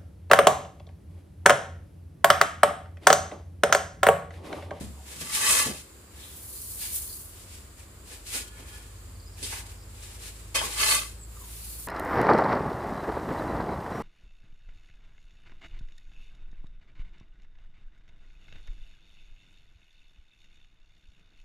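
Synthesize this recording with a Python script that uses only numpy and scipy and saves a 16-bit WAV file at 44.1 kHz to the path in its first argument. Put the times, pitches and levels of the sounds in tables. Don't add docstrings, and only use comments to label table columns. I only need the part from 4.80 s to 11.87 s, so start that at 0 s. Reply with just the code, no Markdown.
import sys
import numpy as np
from scipy import signal
from scipy.fft import rfft, irfft, next_fast_len
from scipy.io import wavfile
from scipy.ndimage import uniform_filter1d, map_coordinates

SR = 44100
rng = np.random.default_rng(int(sys.argv[2]) if len(sys.argv) > 2 else 0)


def wrap_up_sound(samples):
    columns = np.atleast_2d(samples).T
    tamed = np.clip(columns, -1, 1)
    steps = np.round(tamed * 32767).astype(np.int16)
    wavfile.write(sys.argv[1], SR, steps)


N = 311915
TIME = np.arange(N) / SR
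FFT_SIZE = 2 * next_fast_len(N // 2 + 1, True)
FREQ = np.maximum(np.arange(FFT_SIZE // 2 + 1) * SR / FFT_SIZE, 1)

# time_s, pitch_hz, level_db
HUM_PATH = [(0, 71.7, -43), (0.45, 67.5, -52), (0.7, 63, -64), (1.5, 51.9, -68), (1.9, 46.5, -51.5),
            (2.6, 41.2, -57.5), (3.15, 40.3, -60), (3.45, 45.57, -51), (3.6, 54.2, -48.5), (4, 51.77, -49),
            (4.4, 49.23, -47.5), (5.4, 52, -47), (6, 53.3, -44.5), (7.07, 56.4, -45)]
# peak_s, half_length_s, pitch_hz, glide_hz_per_s, level_db
DRONES = [(1.55, 0.14, 82.6, -16, -60), (2.2, 1.04, 77.1, 5.5, -58.5), (2.499, 1.2, 96.7, -7, -56.5),
          (2.797, 1, 62.8, -2, -59), (3.102, 0.32, 121, -36, -69), (4.75, 0.94, 82.8, 0.5, -48),
          (6.503, 0.37, 84.9, 16, -57), (5.994, 1, 40.5, -1.5, -64)]
# frequency_hz, gain_db
FAN_RUMBLE = [(28, -27.5), (42, -14), (50, -11), (65, 1), (100, -10), (125, -17), (200, -16.5), (400, -48)]
FAN_AIR = [(30, -35), (70, 8), (150, -0.5), (350, 4), (800, -6.5), (1100, -4), (1800, -9.5), (3600, -14),
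           (4900, -11.5), (5600, -19), (6300, -15.5), (7200, -5), (9000, -10.5), (12000, -15.5),
           (15500, -19)]
# start_s, length_s, from_hz, to_hz, level_db, rasp_hz
SQUEAKS = [(0.128, 0.13, 1043, 671, -59.5, 110), (4.342, 0.03, 5050, 4300, -64, 220),
           (4.388, 0.033, 4980, 4370, -61, 220), (4.417, 0.03, 4980, 4300, -62, 220),
           (4.456, 0.044, 4940, 5060, -57, 130), (4.497, 0.089, 5000, 4900, -63, 500),
           (4.957, 0.13, 5025, 5000, -63.5, 400), (6.383, 0.083, 8080, 7480, -50.5, 199.3),
           (6.469, 0.22, 7530, 6800, -58.5, 200), (6.522, 0.18, 1350, 826, -59, 90)]
# start_s, level_db, centre_hz, decay_s
THUDS = [(0.008, -35.5, 194, 0.026), (0.01, -45.5, 530, 0.054), (0.031, -39, 157, 0.065),
         (0.36, -46.5, 143, 0.046), (0.41, -46.5, 168, 0.097), (0.413, -45, 455, 0.031),
         (0.858, -34.5, 185, 0.044), (0.899, -35.5, 278, 0.034), (0.865, -37, 470, 0.045),
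         (0.902, -42, 520, 0.033), (3.547, -49, 416, 0.086), (3.796, -50, 357.6, 0.046),
         (4.622, -45, 300, 0.04)]
# peak_s, level_db, decay_s, centre_hz
RASPS = [(1.44, -56.5, 0.073, 3540), (1.8, -58, 0.12, 4430), (2.06, -51, 0.067, 4500),
         (2.31, -49.5, 0.037, 4610), (6.92, -58, 0.14, 4498)]
# peak_s, level_db, decay_s
SLIDES = [(3.65, -57.5, 0.17), (3.95, -57.5, 0.082)]
# pitch_hz, width_hz, gain_db
FREE_BLADE_MODES = [(1439, 28, -2), (1712, 24, -1), (2470, 77, -8), (3219, 53, -4)]
# start_s, level_db
SHOWERS = [(1.33, -40), (6.43, -42.5)]
# peak_s, level_db
CLUMPS = [(2.035, -37), (2.166, -31.5)]
# peak_s, level_db, decay_s, body_relative_db
DIGS = [(0.008, -51, 0.058, 1), (0.32, -49.5, 0.071, 3), (0.417, -41, 0.021, -5), (0.558, -34, 0.04, -18),
        (0.979, -50, 0.034, -11), (1.42, -58, 0.091, 5), (1.491, -57, 0.16, -1),
        (2.054, -44.5, 0.074, -3.5), (2.15, -59, 0.065, 6), (2.3, -69, 0.016, -18), (2.602, -59, 0.15, -12),
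        (2.74, -53, 0.066, -22), (3.006, -57.5, 0.04, 3), (3.281, -56, 0.034, -8), (3.33, -51.5, 0.065, 1),
        (3.499, -45.5, 0.048, -21), (3.562, -36, 0.045, -3.5), (3.805, -58.5, 0.066, 11),
        (3.89, -56.5, 0.023, -11), (3.97, -57.5, 0.19, 4), (4.59, -55.5, 0.03, 5),
        (4.665, -45.5, 0.064, -1.5), (4.731, -42.5, 0.05, -3), (4.785, -50, 0.04, -4),
        (4.868, -56, 0.01, -15), (4.905, -55.5, 0.057, 2), (5.245, -52.5, 0.035, -14),
        (5.31, -55.5, 0.25, 1), (5.465, -48.5, 0.061, -4), (5.595, -59.5, 0.096, 0),
        (5.855, -39.5, 0.072, 4), (5.93, -46, 0.037, -13), (6.8, -55, 0.27, -8)]
# frequency_hz, gain_db
KERNEL_PATTER = [(1000, -28), (3000, -12), (4600, -7.5), (6000, -4.5), (7500, 0.5), (9500, 6), (11500, 4.5),
                 (13500, 2), (15500, 2)]
KERNEL_CRUNCH = [(700, -22), (1500, -4.5), (2200, 1), (4000, 1.5), (6000, 0), (8500, 3.5), (11000, 0.5),
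                 (13000, -7), (15500, -10.5)]
HEAP_BODY = [(150, -5.5), (280, -4.5), (400, -0.5), (600, -7), (720, -12), (870, -1.5), (1050, -9.5),
             (1300, -9), (1450, -15), (1570, -10), (1730, -1.5), (1900, -10.5), (2400, -5), (5000, -37)]
HUSK_HISS = [(200, -14.5), (3000, -12.5), (5000, -19.5), (5800, -10), (6500, -5.5), (7200, -7.5),
             (8200, -5), (9800, -3.5), (11500, -12), (13000, -15.5), (15500, -21)]
# start_s, level_db
KNOCKS = [(4.722, -41.5), (5.813, -36)]
# pitch_hz, gain_db, t60_s
KNOCK_MODES = [(840, 3, 0.068), (923, 3.5, 0.07), (1085, -4, 0.15), (1506, -1, 0.085)]
# start_s, level_db, attack_s, contact_s, decay_s, low_hz, high_hz
STABS = [(0.404, -40.5, 0.015, .012, 0.02, 400, 7050), (0.535, -32, .015, 0.021, 0.027, 5500, 12000),
         (0.672, -24, 0.02, 0.05, 0.027, 5540, 12000), (0.76, -27, 0.009, 0.017, .018, 1500, 11000),
         (3.545, -34.5, .008, 0.025, 0.022, 1600, 12000), (4.625, -34, 0.004, 0.026, 0.032, 3250, 10100),
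         (4.716, -39.5, 0.0061, 0.0085, 0.06, 1250, 2400), (5.743, -22, 0.014, 0.021, 0.043, 300, 10700),
         (5.776, -35, 0.013, 0.017, 0.02, 2970, 3630), (5.811, -28.5, 0.0018, 0.0043, 0.0059, 500, 1436),
         (5.815, -37, .001, 0.0027, .005, 3020, 9900), (5.825, -35, 0.0027, 0.011, 0.029, 1060, 1165),
         (6.093, -26, 0.0074, 0.027, 0.015, 5960, 12100)]
# frequency_hz, gain_db
EDGE_DRIVE = [(200, -3), (450, 9.5), (800, 4.5), (1150, -6.5), (1700, 4), (2100, 1), (2550, -0.5),
              (3000, 0), (3300, 0.5), (3800, -1.5), (4400, -1), (5200, 6.5), (7000, 7.5)]
CRUSHED_GRIT = [(300, -33), (4500, -35), (5800, 3), (7500, 7.5), (9500, 9), (12000, 3), (15500, 2)]
# pitch_hz, width_hz, first_stroke_db, second_stroke_db
BLADE_MODES = [(261, 58, -4, -6), (395, 16, -4.5, -7), (531, 28, -8, -7.5), (640, 28, -8.5, -11.5),
               (867, 58, -2.5, -3), (1158.6, 73, 1, 3), (1294, 147, -3, -1), (1545, 69, -9, -7.5),
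               (1728, 52, 1.5, -3), (1918, 43, -2, -7.5), (2042, 41, -4, 1), (2260, 106, -6, -1.5),
               (2517, 103, 2, 1), (2720, 94, -2.5, -5.5), (3010, 79, -5.5, -3.5), (3170, 104, -11.5, -7.5),
               (3293, 38, -1.5, 2), (3640, 79, -4, -1), (3780, 46, -3, -10), (4010, 48, -4, -4),
               (4212, 110, -7, -10), (4400, 31, -15, 5), (4550, 44, -11, -5), (4754, 122, -6, -9),
               (5086, 67, -3, -6), (5340, 66, -9, -11), (5770, 76, -19, -13), (6540, 140, -9.5, -19.5)]
# full_force_s, hold_s, level_db, build_db_per_s, release_db_per_s,
# hiss_relative_db, hiss_change_db_per_s, chatter_hz, chatter_boost_db
STROKES = [(0.672, 0.12, -26, 80, 125, 1, 4, 1780, 3), (6.005, 0.14, -26.5, 250, 150, -3, 25, 4484, 3)]

RISE_SHARE = 0.79


def undb(db):
    return 10 ** (np.asarray(db) / 20)


def unit(x):
    return x / np.sqrt(np.mean(x ** 2))


def swell(peak_s, rise_s, decay_s):
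    age = TIME - peak_s
    return np.exp(-np.minimum(np.where(age < 0, (age / rise_s) ** 2, age / decay_s), 40))


def wander(per_s):
    knots = rng.standard_normal(4096)
    return 1.2 * np.interp(TIME * per_s, np.arange(len(knots)), knots)


def bandpass(x, low_hz, high_hz):
    return signal.sosfilt(signal.butter(2, [low_hz, high_hz], "bandpass", fs=SR, output="sos"), x)


def spectrum(points):
    hz, db = np.transpose(points)
    return undb(np.interp(np.log(FREQ), np.log(hz), db))


def resonances(modes):
    return np.sqrt(sum((undb(db) / (1 + (2 * (FREQ - hz) / width) ** 2)) ** 2 for hz, width, db in modes))


def ring(x, gain):
    cepstrum = irfft(np.log(gain + 1e-5), FFT_SIZE)
    lag = np.arange(FFT_SIZE)
    causal = (lag > 0) & (lag < FFT_SIZE // 2)
    return irfft(rfft(x, FFT_SIZE) * np.exp(rfft(2 * cepstrum * causal)), FFT_SIZE)[:N]


def room(x, smooth_bins=1300):
    corner_decay_s, t60_s, tail_db, stereo_above_hz = 0.0077, 0.69, -1.5, 630
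    t = TIME[:SR // 2]
    early = unit(np.exp(-t / corner_decay_s))
    tail = unit(np.exp(-np.log(1000) * t / t60_s))
    response = rfft(rng.standard_normal((2, len(t))) * (early + undb(tail_db) * tail), FFT_SIZE)
    mid, side = response / np.sqrt(uniform_filter1d(np.abs(response) ** 2, size=smooth_bins))
    side = side * (0.13 + 0.88 * FREQ ** 2 / (FREQ ** 2 + stereo_above_hz ** 2))
    mid, side = irfft(np.array([mid, side]) * rfft(x, FFT_SIZE), FFT_SIZE)[:, :N]
    return np.array([mid + side, mid - side]) / np.std(mid)


def near_echo(x):
    delay_s, cutoff_hz = 0.00192, 7000
    bounce = 0.5 * np.exp(-2j * np.pi * FREQ * delay_s) / (1 + (FREQ / cutoff_hz) ** 4)
    return irfft(rfft(x, FFT_SIZE) * (1 + bounce) / np.hypot(1, np.abs(bounce)), FFT_SIZE)[..., :N]


def clicks(per_s, spread_db):
    size = undb(spread_db * np.minimum(rng.exponential(size=N), 5))
    return unit((rng.random(N) < per_s / SR) * size * rng.standard_normal(N))


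def grains(gain, per_s, spread_db):
    return room(ring(clicks(per_s, spread_db), gain))


def low_hum():
    boom_hz, boom_width_hz = 99.5, 8.2
    time_s, pitch_hz, level_db = np.transpose(HUM_PATH)
    hz = np.interp(TIME, time_s, pitch_hz)
    level = undb(np.interp(TIME, time_s, level_db))
    phase = 2 * np.pi * np.cumsum(hz) / SR
    octave = undb(-3.5) / np.hypot(1, 2 * (2 * hz - boom_hz) / boom_width_hz)
    tones = level * (np.sin(phase) + octave * np.sin(2 * phase) + undb(-25.5) * np.sin(3 * phase))
    for peak_s, half_s, drone_hz, glide, db in DRONES:
        age = TIME - peak_s
        drone = np.sin(2 * np.pi * (drone_hz + glide * age / 2) * age)
        tones += undb(db) * np.exp(-(age / half_s) ** 2) * drone
    return np.sqrt(2) * tones


def fan():
    rumble = room(ring(rng.standard_normal(N), spectrum(FAN_RUMBLE)), smooth_bins=20)
    air_level = undb(-54.5 + 0.5 * wander(per_s=12))
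    air = room(ring(rng.standard_normal(N), spectrum(FAN_AIR)), smooth_bins=60)
    return undb(-52) * rumble + air_level * air


def squeaks():
    out = np.zeros(N)
    for start_s, length_s, from_hz, to_hz, db, rasp_hz in SQUEAKS:
        progress = np.clip((TIME - start_s) / length_s, 0, 1)
        phase = 2 * np.pi * np.cumsum(from_hz + (to_hz - from_hz) * progress) / SR
        rasp = signal.sosfilt(signal.butter(2, rasp_hz, fs=SR, output="sos"), rng.standard_normal(N))
        out += undb(db) * np.sqrt(2) * np.sin(np.pi * progress) * unit(rasp) * np.sin(phase)
    return out + undb(-7) * room(out, smooth_bins=300) * np.std(out)


def thuds():
    out = np.zeros((2, N))
    t = TIME[:SR // 3]
    for start_s, db, hz, decay_s in THUDS:
        blow = rng.standard_normal((2, len(t))) * np.exp(-t / decay_s)
        mid, side = bandpass(blow, hz * 0.61, hz * 1.34)
        gain = undb(db) * np.sqrt(decay_s * SR / 2 / np.sum(mid ** 2))
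        i = int(start_s * SR)
        out[:, i:i + len(t)] += gain * (mid + 0.35 * side * np.array([[1], [-1]]))
    return out


def rasps():
    width_hz = 790
    crackle, out = clicks(per_s=1400, spread_db=5), 0
    for peak_s, db, decay_s, hz in RASPS:
        rasp = unit(bandpass(crackle, hz - width_hz / 2, hz + width_hz / 2))
        out += undb(db) * swell(peak_s, decay_s, decay_s) * rasp
    return room(out) * np.std(out)


def slides():
    flow = sum(undb(db) * swell(peak_s, RISE_SHARE * decay_s, decay_s) for peak_s, db, decay_s in SLIDES)
    steel = ring(clicks(per_s=2300, spread_db=2.5), resonances(FREE_BLADE_MODES))
    return flow * room(steel, smooth_bins=40)


def showers():
    build_s, hold_s, decay_s = 0.54, 0.45, 0.14
    flow = 0
    for start_s, db in SHOWERS:
        age = TIME - start_s
        trickle = np.exp(-np.maximum(age - build_s - hold_s, 0) / decay_s)
        flow += undb(db) * np.clip(age / build_s, 0, 1) * trickle
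    clumps = sum(undb(db) * swell(peak_s, rise_s=0.043, decay_s=0.046) for peak_s, db in CLUMPS)
    level = np.hypot(flow, clumps) * undb(0.5 * wander(per_s=50))
    return level * grains(spectrum(KERNEL_PATTER), per_s=1600, spread_db=1)


def blade_modes(stroke, damping=1):
    return [(hz, width * damping, levels[stroke]) for hz, width, *levels in BLADE_MODES]


def digs():
    push_power, body_power = 0, 0
    for peak_s, db, decay_s, body_db in DIGS:
        nudge = undb(db) * swell(peak_s, RISE_SHARE * decay_s, decay_s)
        push_power += nudge ** 2
        body_power += (nudge * undb(body_db)) ** 2
    push = np.sqrt(push_power)
    crunch = undb(4.5) * grains(spectrum(KERNEL_CRUNCH), per_s=3800, spread_db=2)
    body = undb(-5) * grains(spectrum(HEAP_BODY), per_s=2800, spread_db=0)
    depth = np.minimum(push / undb(-21), 1)
    steel = undb(-18) * depth * grains(resonances(blade_modes(0)), per_s=1700, spread_db=-1)
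    flicker = undb(1.23 * wander(per_s=60))
    return flicker * (push * (crunch + steel) + np.sqrt(body_power) * body)


def knocks():
    out = np.zeros(N)
    t = TIME[:SR // 2]
    knock = sum(undb(db - 60 * t / t60_s) * np.sin(2 * np.pi * hz * t) for hz, db, t60_s in KNOCK_MODES)
    for start_s, db in KNOCKS:
        i = int(start_s * SR)
        out[i:i + len(t)] += undb(db) * knock
    return room(out, smooth_bins=100) * np.std(out)


def stabs():
    steel_gain = resonances(blade_modes(1, damping=1.78)) * spectrum(EDGE_DRIVE)
    steel = grains(steel_gain, per_s=2700, spread_db=2)
    grit = undb(0.5) * grains(spectrum(CRUSHED_GRIT), per_s=9800, spread_db=6)
    out = 0
    for start_s, db, attack_s, contact_s, decay_s, low_hz, high_hz in STABS:
        age = TIME - start_s
        burst = np.clip(age / attack_s, 0, 1) * np.exp(-np.clip((age - contact_s) / decay_s, 0, 40))
        out += undb(db) * burst * unit(bandpass(steel + grit, low_hz, high_hz))
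    return out


def flex(x):
    position = np.arange(N) + np.cumsum(0.003 * wander(per_s=16))
    return map_coordinates(x, [position], order=2, mode="wrap")


def chatter(modes, centre_hz, boost_db, spread_octaves=0.16, families=5):
    emphasis = undb(boost_db * np.exp(-(np.log2(FREQ / centre_hz) / spread_octaves) ** 2))
    grit, steel = clicks(per_s=1300, spread_db=2), 0
    for k in range(families):
        level = undb(2.5 * wander(per_s=16))
        steel += level * flex(ring(grit, resonances(modes[k::families]) * emphasis))
    return unit(steel)


def scrape():
    hiss_change_s = 0.13
    bearing_db, bearing_knee_db = -42, 4
    push, hiss, steel = 1e-9, 0, 0
    for k, row in enumerate(STROKES):
        full_s, hold_s, db, build, release, hiss_db, hiss_change, chatter_hz, boost_db = row
        age = TIME - full_s
        force = undb(db + build * np.minimum(age, 0) - release * np.maximum(age - hold_s, 0))
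        push += force
        hiss += force * undb(hiss_db + hiss_change * np.clip(age, -hiss_change_s, hiss_change_s))
        steel += force * room(chatter(blade_modes(k), chatter_hz, boost_db), smooth_bins=450)
    bearing = 1 / (1.5 + np.exp((bearing_db - 20 * np.log10(push)) / bearing_knee_db))
    kernels = undb(0.5) * grains(spectrum(KERNEL_CRUNCH), per_s=1900, spread_db=-1)
    husks = grains(spectrum(HUSK_HISS), per_s=9600, spread_db=5)
    stick_slip = undb(2 * wander(per_s=150) - 0.47)
    on_floor = stick_slip * steel + hiss * husks
    return np.sqrt(bearing) * on_floor + np.sqrt(1 - bearing) * push * kernels


def scene():
    left_db = 0.6
    balance = undb(np.array([[left_db], [-left_db]]) / 2)
    blade = near_echo(scrape() + stabs())
    work = blade + digs() + showers() + knocks() + slides() + rasps() + thuds() + squeaks()
    return balance * work + fan() + low_hum()


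def record(dry):
    low_hz, top_hz = 31, 15500
    trimmed = signal.sosfilt(signal.butter(4, low_hz, "highpass", fs=SR, output="sos"), dry)
    return signal.sosfilt(signal.ellip(12, 0.2, 80, top_hz, fs=SR, output="sos"), trimmed)


dry = scene()
out = record(dry)
wrap_up_sound(out)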